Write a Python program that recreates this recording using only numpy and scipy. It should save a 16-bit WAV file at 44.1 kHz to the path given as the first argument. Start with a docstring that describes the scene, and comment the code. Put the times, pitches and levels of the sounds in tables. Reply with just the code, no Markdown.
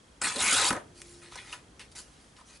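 """Quiet room noise and a faint pulsing whine, then a sheet of paper is torn along a metal ruler.
Craft table in a small room, microphone close: snapping fibres make a dense rasp that rings the strip.
The strip comes free with a flap (noise crack, falling sine, low thump) and flutters as coloured grains.
Soft rustles (grainy friction) and ticks (damped noise snaps) follow as it is laid aside and a hand brushes
the page; near the end the ruler scrapes in a narrow sinking resonance as it lifts, then one more soft rustle."""
import sys
import numpy as np
from scipy import signal
from scipy.fft import rfft, irfft
from scipy.io import wavfile
from scipy.ndimage import uniform_filter1d

SR = 44100
rng = np.random.default_rng(int(sys.argv[2]) if len(sys.argv) > 2 else 0)


def wrap_up_sound(samples):
    """Save the sound to the file named by the first command line argument, as 16-bit audio."""
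    columns = np.atleast_2d(samples).T
    # keep every value between -1 and 1, then stretch to whole-number steps
    tamed = np.clip(columns, -1, 1)
    steps = np.round(tamed * 32767).astype(np.int16)
    wavfile.write(sys.argv[1], SR, steps)


N = 114660
T = np.arange(N) / SR
CUTOFF_HZ = 11150  # upper band limit of the recorder

# Spectra give relative density; colour() evens out their overall power.
# Source levels are dry: before the room and the common paper gain in scene().

# Room noise. Columns: f/Hz, density/dB
FLOOR_SPECTRUM = [(28, -22), (48, 8), (75, -4), (250, -5), (700, -12), (1600, -15.5), (2500, -19.5),
                  (6000, -21), (11200, -24.5)]
# Side signal of the room noise relative to its mid. Columns: f/Hz, gain/dB
FLOOR_SIDE_GAIN = [(60, -17), (200, -10.5), (500, -4), (1200, -0.5), (9000, -6.5)]
FLOOR_MID_DB = -59.5
# Low handling rumble on the table. Columns: t/s, level/dB
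RUMBLE_LEVEL = [(0, -69), (.19, -68), (.85, -57.5), (1.25, -63), (1.76, -60), (2.6, -70)]
# Spectrum of that rumble. Columns: f/Hz, density/dB
RUMBLE_SPECTRUM = [(30, -13.5), (90, 4.5), (480, -7), (2000, -48.5)]
# Faint passing tone. Columns: t/s, mean rms level/dB
TONE_LEVEL = [(0.92, -66), (1.07, -58), (1.25, -60), (1.33, -61)]
TONE_HZ, TONE_WAVER_HZ = 347, 8.6
# Faint electrical pulsing in the microphone: peak level, Gaussian half length, pulse rate
WHINE_HZ, WHINE_PEAK_DB, WHINE_HALF_S = 3248, -60.5, 0.0023
WHINE_PER_S, WHINE_FIRST_S = 25, .004

# The rip. Columns: t/s, treble level/dB, body level/dB
TEAR_LEVELS = [(.2135, -68, -78), (.217, -33.5, -31), (.235, -42, -35.5), (.248, -36, -31),
               (.29, -35.5, -35.5), (.32, -42, -36.5), (.357, -42, -44), (.361, -32, -39.5),
               (.374, -43.5, -42.5), (.399, -33.5, -39), (.405, -28.5, -33), (.46, -32.5, -33.5),
               (.53, -27.5, -29), (.62, -29.5, -31), (.694, -30, -34), (.702, -54, -35), (.73, -52, -48)]
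# Bright part of the snapping fibres. Columns: f/Hz, density/dB
TREBLE_SPECTRUM = [(1500, -20.5), (2600, -9.5), (3300, -2.5), (4500, 1), (5400, -3.5), (6600, -1.5),
                   (8500, 0.5), (10000, -2.5), (11200, -5)]
# Fuller part of the rip. Columns: f/Hz, density/dB
BODY_SPECTRUM = [(40, -38), (90, -5), (170, -6), (280, -8.5), (420, -5.5), (680, -6.5), (850, -1.5),
                 (1300, 2), (2100, 0), (2700, 2), (4000, -23)]
SNAPS_PER_S, SNAP_SPREAD_DB, SNAP_RING_S = 6000, 3.5, 0.00019
# Resonances that come and go as the strip bends.
# Columns: middle t/s, half length/s, f/Hz, width/Hz, gain of the added ring/dB
STRIP_BENDS = [(0.226, 0.019, 7420, 910, 4), (0.243, 0.021, 9000, 804, 8.5), (0.264, 0.019, 870, 90, 6),
               (0.26, 0.06, 244, 66, 10.5), (0.377, 0.022, 480, 298, 15.5), (0.418, 0.073, 245, 60, 14.5),
               (0.483, 0.043, 2060, 199, 9), (0.532, 0.026, 3750, 590, 1.5), (0.627, 0.043, 800, 120, 14),
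               (0.669, 0.027, 6780, 700, 4)]
# Patches of shifting paper colour: depth before levelling, span in frequency and time
PATCH_DB, PATCH_HZ, PATCH_S = 3.5, 260, 0.041

# The strip whips as the tear catches and as it comes free.
# Columns: t/s, crack level/dB, sweep level/dB, thump level/dB
STRIP_FLAPS = [(0.3605, -29.5, -42, -34), (.705, -19.5, -22.5, -24), (0.728, -26, -27.5, -31.5)]
CRACK_DECAY_S = 0.0031
SWEEP_FROM_HZ, SWEEP_TO_HZ, SWEEP_S, SWEEP_ROUGHNESS = 2700, 530, 0.00418, 0.59
THUMP_HZ, THUMP_DELAY_S, THUMP_DECAY_S = 245, 0.00562, 0.0041
# The strip flutters in the air. Columns: t/s, level/dB
FLUTTER_LEVEL = [(.7, -56), (.712, -36), (.742, -37.5), (.757, -33.5), (.773, -34.5), (.787, -44),
                 (.87, -71)]
# Spectrum of the flutter. Columns: f/Hz, density/dB
FLUTTER_SPECTRUM = [(40, -19), (85, 3), (220, 8), (400, 6.5), (700, 6), (1100, 2.5), (1700, 3.5),
                    (2300, -6), (4000, -14.5), (11000, -52)]

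# Creases and edges tick. Columns: t/s, level/dB, f/Hz, width of each filter pass/Hz, decay/s
PAPER_TICKS = [(0.765, -38, 7500, 4000, 0.0012), (1.017, -32, 6800, 6030, 0.00034),
               (1.018, -31, 4230, 6200, 0.0007), (1.3222, -39, 1000, 600, 0.0025),
               (1.3555, -39, 2600, 6100, 0.0015), (1.355, -42.5, 920, 695, 0.013),
               (1.388, -42, 2360, 1300, 0.005), (1.5273, -29, 2700, 850, 0.0025),
               (1.528, -40, 1310, 1290, 0.016), (1.7945, -38.5, 3400, 6700, 0.0022),
               (2.3666, -46.5, 2980, 5070, 0.00093)]
TICK_RISE_SHARE = 0.14  # rise time constant as a share of the decay

# Paper and hand sliding.
# Columns: start t/s, rise/s, hold/s, release (time to fall 20 dB)/s, rub level/dB, hiss level/dB
SLIDING_STROKES = [(0.938, 0.038, 0.04, 0.027, -62.5, -55), (1.016, 0.036, 0.095, 0.24, -64.5, -56),
                   (1.213, 0.0089, 0.014, 0.36, -54, -59), (1.308, 0.011, 0.028, 0.13, -50.5, -54.5),
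                   (1.353, 0.0037, 0.0041, 0.011, -57, -43), (1.366, 0.012, 0.0083, 0.11, -46, -54.5),
                   (1.4, 0.094, 0.024, 0.035, -51, -54), (1.52, 0.0061, 0.005, 0.06, -43.5, -45.5),
                   (1.792, 0.009, 0.0083, 0.054, -45.5, -51.5), (1.914, 0.0022, 0.0024, 0.026, -57, -53.5),
                   (1.949, 0.011, 0.036, 0.054, -49.5, -44.5), (2.033, 0.026, 0.22, 0.11, -68.5, -66),
                   (2.36, 0.01, 0.043, 0.023, -61, -63.5), (2.444, 0.045, 0.082, 0.019, -61.5, -57)]
# Dull part of the friction. Columns: f/Hz, density/dB
RUB_SPECTRUM = [(150, -4), (550, -9.5), (850, -5.5), (1200, -3), (2000, 1), (2800, -1), (4200, -4.5),
                (7000, -27.5)]
# Bright part of the friction. Columns: f/Hz, density/dB
HISS_SPECTRUM = [(1200, -10.5), (3000, -16), (4500, 0), (6500, 0), (8000, -3), (9800, 1), (11200, -8)]
RUB_GRAINS_PER_S, RUB_SPREAD_DB, RUB_CLUMP_DB, CLUMP_HZ = 9000, 3, 1.5, 318

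# The ruler scrapes as it is lifted
SCRAPE_START_S, SCRAPE_LENGTH_S, SCRAPE_DB = 2.376, .054, -57
SCRAPE_FROM_HZ, SCRAPE_TO_HZ, SCRAPE_HALF_WIDTH_HZ = 1250, 952, 220

# Decay of the room. Columns: f/Hz, t60/s
ROOM_DECAY = [(150, 0.5), (1000, 0.31), (4000, 0.2), (11000, 0.2646)]
# Diffuse tail of the room. Columns: f/Hz, level/dB
ECHO_LEVEL = [(100, -60), (400, -4.5), (1500, -9.5), (9000, -7)]
EARLY_DB, EARLY_DECAY_S = -7.5, 0.0066


def amp(db):
    """Decibels to gain."""
    return 10 ** (np.asarray(db) / 20)


def unit(x):
    """Scales to an rms of one."""
    return x / np.sqrt(np.mean(x ** 2) + 1e-20)


def at_hz(points, hz):
    """Reads a spectrum on a log-frequency axis."""
    f, value = np.transpose(points)
    return np.interp(np.log(hz + 1), np.log(f + 1), value)


def level(rows, axis=1):
    """Gain over time from one column of a dB curve, practically silent outside it."""
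    rows = np.array(rows)
    return amp(np.interp(T, rows[:, 0], rows[:, axis], left=-150, right=-150))


def colour(x, points):
    """Causal minimum-phase filter with the given spectrum; keeps white noise power below the cutoff."""
    size = 4096
    hz = abs(np.fft.fftfreq(size, 1 / SR))
    gain = amp(at_hz(points, hz))
    response = np.exp(np.conj(signal.hilbert(np.log(gain))))
    taps = np.fft.ifft(response).real[:size // 2]
    power = np.mean(gain ** 2 * (hz < CUTOFF_HZ))
    return signal.fftconvolve(x, taps)[:len(x)] / np.sqrt(power)


def resonate(x, hz, width):
    """One resonance with a peak gain of one."""
    b, a = signal.iirpeak(min(hz, SR / 3), hz / min(width, SR / 4), SR)
    return signal.lfilter(b, a, x)


def wander(hz):
    """Random drift that fades out above a rate, rms one."""
    rates = np.fft.rfftfreq(N, 1 / SR)
    return unit(irfft(rfft(rng.standard_normal(N)) / (1 + (rates / hz) ** 4), N))


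def grains(per_s, spread_db):
    """Random clicks of uneven size, rms one."""
    sizes = amp(spread_db * np.minimum(rng.exponential(1, N), 4))
    signs = rng.choice([-1, 1], N)
    return unit(sizes * signs * (rng.random(N) < per_s / SR))


def decay(start, seconds):
    """Sudden start and exponential fall."""
    return (T >= start) * np.exp(-np.maximum(T - start, 0) / seconds)


def background():
    """Wide room noise, with centred handling rumble, a passing tone and a pulsing electrical whine."""
    mid, side = (colour(rng.standard_normal(N), FLOOR_SPECTRUM) for _ in range(2))
    side_gain = amp(at_hz(FLOOR_SIDE_GAIN, np.fft.rfftfreq(N, 1 / SR)))
    side = irfft(rfft(side) * side_gain, N)
    floor = amp(FLOOR_MID_DB) * (mid + np.array([side, -side]))
    rumble = level(RUMBLE_LEVEL) * colour(rng.standard_normal(N), RUMBLE_SPECTRUM)
    # sqrt(2) turns the sine's rms level into its peak
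    tone_gain = np.sqrt(2) * level(TONE_LEVEL) * amp(wander(TONE_WAVER_HZ))
    tone = tone_gain * np.sin(2 * np.pi * TONE_HZ * T)
    # Time from the nearest pulse centre
    offset = (((T - WHINE_FIRST_S) * WHINE_PER_S + .5) % 1 - .5) / WHINE_PER_S
    pulses = np.exp(-(offset / WHINE_HALF_S) ** 2)
    whine = amp(WHINE_PEAK_DB) * pulses * np.sin(2 * np.pi * WHINE_HZ * T)
    return floor + tone + rumble + whine


def fibres():
    """Each breaking fibre is a tiny ping at one of 28 pitches spread over the band, rms one."""
    t = T[:SR // 100]
    ping = t / SNAP_RING_S * np.exp(-t / SNAP_RING_S)
    pitches = np.linspace(0, CUTOFF_HZ, 28)
    out = np.zeros(N)
    for hz in pitches:
        snaps = grains(SNAPS_PER_S / len(pitches), SNAP_SPREAD_DB)
        ring = ping * np.cos(2 * np.pi * (hz * t + rng.random()))
        out += signal.oaconvolve(snaps, ring)[:N]
    return unit(out)


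def flex(x):
    """The paper's colour shifts in random patches of time and frequency as it bends."""
    size, hop = 512, 128
    z = signal.stft(x, nperseg=size, noverlap=size - hop)[2]
    field = rng.standard_normal(z.shape)
    for axis, span in enumerate([PATCH_HZ * size / SR, PATCH_S * SR / hop]):
        field = uniform_filter1d(field, max(round(span), 1), axis=axis)
    gain = unit(amp(PATCH_DB * unit(field)))
    return signal.istft(z * gain, nperseg=size, noverlap=size - hop)[1][:N]


def tear():
    """Fibres snap in a crisp crackle over a dense rasp; the bending strip rings with them."""
    treble = colour(fibres() * level(TEAR_LEVELS, axis=1), TREBLE_SPECTRUM)
    snaps = grains(SNAPS_PER_S, SNAP_SPREAD_DB)
    body = colour(snaps * level(TEAR_LEVELS, axis=2), BODY_SPECTRUM)
    rip = flex(treble + body)
    out = rip.copy()
    for middle, half, hz, width, db in STRIP_BENDS:
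        swell = np.exp(-((T - middle) / half) ** 2)
        out += amp(db) * swell * resonate(rip, hz, width)
    return out


def flaps():
    """The strip whips: a crack, a bending wave whose highs arrive first, a low thump; it also flutters."""
    flutter = grains(RUB_GRAINS_PER_S, RUB_SPREAD_DB) * level(FLUTTER_LEVEL)
    out = colour(flutter, FLUTTER_SPECTRUM)
    for s, crack_db, sweep_db, thump_db in STRIP_FLAPS:
        age = np.maximum(T - s, 0) / SWEEP_S
        hz = SWEEP_TO_HZ + (SWEEP_FROM_HZ - SWEEP_TO_HZ) * np.exp(-age)
        wave = np.sin(2 * np.pi * np.cumsum(hz * (T >= s)) / SR)
        wave += SWEEP_ROUGHNESS * colour(rng.standard_normal(N), FLUTTER_SPECTRUM)
        # The sweep's swell peaks at an age of one
        out += amp(sweep_db) * wave * age * np.exp((1 - age ** 2) / 2)
        out += amp(crack_db) * rng.standard_normal(N) * decay(s, CRACK_DECAY_S)
        late = np.maximum(T - s - THUMP_DELAY_S, 0)
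        swell = late / THUMP_DECAY_S * np.exp(1 - late / THUMP_DECAY_S)
        out += amp(thump_db) * np.sin(2 * np.pi * THUMP_HZ * late) * swell
    return out


def ticks():
    """Short damped snaps of the paper, each a quick swell through one broad resonance."""
    out = np.zeros(N)
    for s, db, hz, width, seconds in PAPER_TICKS:
        shape = decay(s, seconds) - decay(s, seconds * TICK_RISE_SHARE)
        shape = shape / abs(shape).max()
        snap = rng.standard_normal(N) * shape
        snap = resonate(resonate(snap, hz, width), hz, width)
        # Energy set to that of a decaying noise burst at the listed level
        out += amp(db) * snap * np.sqrt(seconds * SR / 2) / np.linalg.norm(snap)
    return out


def rustles():
    """Each stroke is fine friction with a dull rub and a bright hiss; overlapping powers add."""
    rub_power, hiss_power = np.zeros(N), np.zeros(N)
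    for s, rise, hold, release, rub_db, hiss_db in SLIDING_STROKES:
        fall = amp(-20 * np.maximum(T - s - rise - hold, 0) / release)
        shape = np.clip((T - s) / rise, 0, 1) * fall
        rub_power += (shape * amp(rub_db)) ** 2
        hiss_power += (shape * amp(hiss_db)) ** 2
    clumps = unit(amp(RUB_CLUMP_DB * wander(CLUMP_HZ)))
    friction = np.zeros(N)
    for power, spectrum in [(rub_power, RUB_SPECTRUM), (hiss_power, HISS_SPECTRUM)]:
        rubbing = grains(RUB_GRAINS_PER_S, RUB_SPREAD_DB) * clumps
        friction += colour(rubbing * np.sqrt(power), spectrum)
    return flex(friction)


def ruler():
    """The ruler's edge scrapes the page as it lifts: friction in a narrow resonance that sinks."""
    progress = np.clip((T - SCRAPE_START_S) / SCRAPE_LENGTH_S, 0, 1)
    hz = SCRAPE_FROM_HZ + (SCRAPE_TO_HZ - SCRAPE_FROM_HZ) * progress
    # Slow complex noise carried on the gliding pitch makes a narrow band
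    noise = wander(SCRAPE_HALF_WIDTH_HZ) + 1j * wander(SCRAPE_HALF_WIDTH_HZ)
    ring = noise * np.exp(2j * np.pi * np.cumsum(hz) / SR)
    return amp(SCRAPE_DB) * np.sqrt(abs(np.sin(np.pi * progress))) * ring.real


def room(x):
    """Early echoes off the table and shelves, alike in both ears, then a short diffuse stereo tail."""
    t = T[:SR // 2]
    late = t > .002
    early = rng.standard_normal(len(t)) * late * np.exp(-t / EARLY_DECAY_S)
    early = early / np.linalg.norm(early)
    near = x + amp(EARLY_DB) * signal.fftconvolve(x, early)[:N]
    hz, times, z = signal.stft(rng.standard_normal((2, len(t))), SR, nperseg=256)
    t60 = at_hz(ROOM_DECAY, hz)[:, None]
    fall_db = at_hz(ECHO_LEVEL, hz)[:, None] - 60 * times / t60
    # Keeps the echo energy independent of the decay time
    z = z * amp(fall_db) * np.sqrt(2 * np.log(1000) / (t60 * SR))
    tail = signal.istft(z, SR, nperseg=256)[1][:, :len(t)] * late
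    return near + signal.fftconvolve(x[None], tail, axes=1)[:, :N]


def scene():
    """All the paper sounds, nearly centred, in the room, over the background."""
    paper_db, left_db = -1, .3
    paper = room(tear() + flaps() + rustles() + ticks() + ruler())
    balance = amp([[paper_db + left_db], [paper_db - left_db]])
    return paper * balance + background()


def record(dry):
    """The recorder's steep band limit, a linear-phase low-pass."""
    taps = signal.firwin(511, CUTOFF_HZ, window=("kaiser", 8), fs=SR)
    return signal.oaconvolve(dry, taps[None], "same")


dry = scene()
out = record(dry)
wrap_up_sound(out)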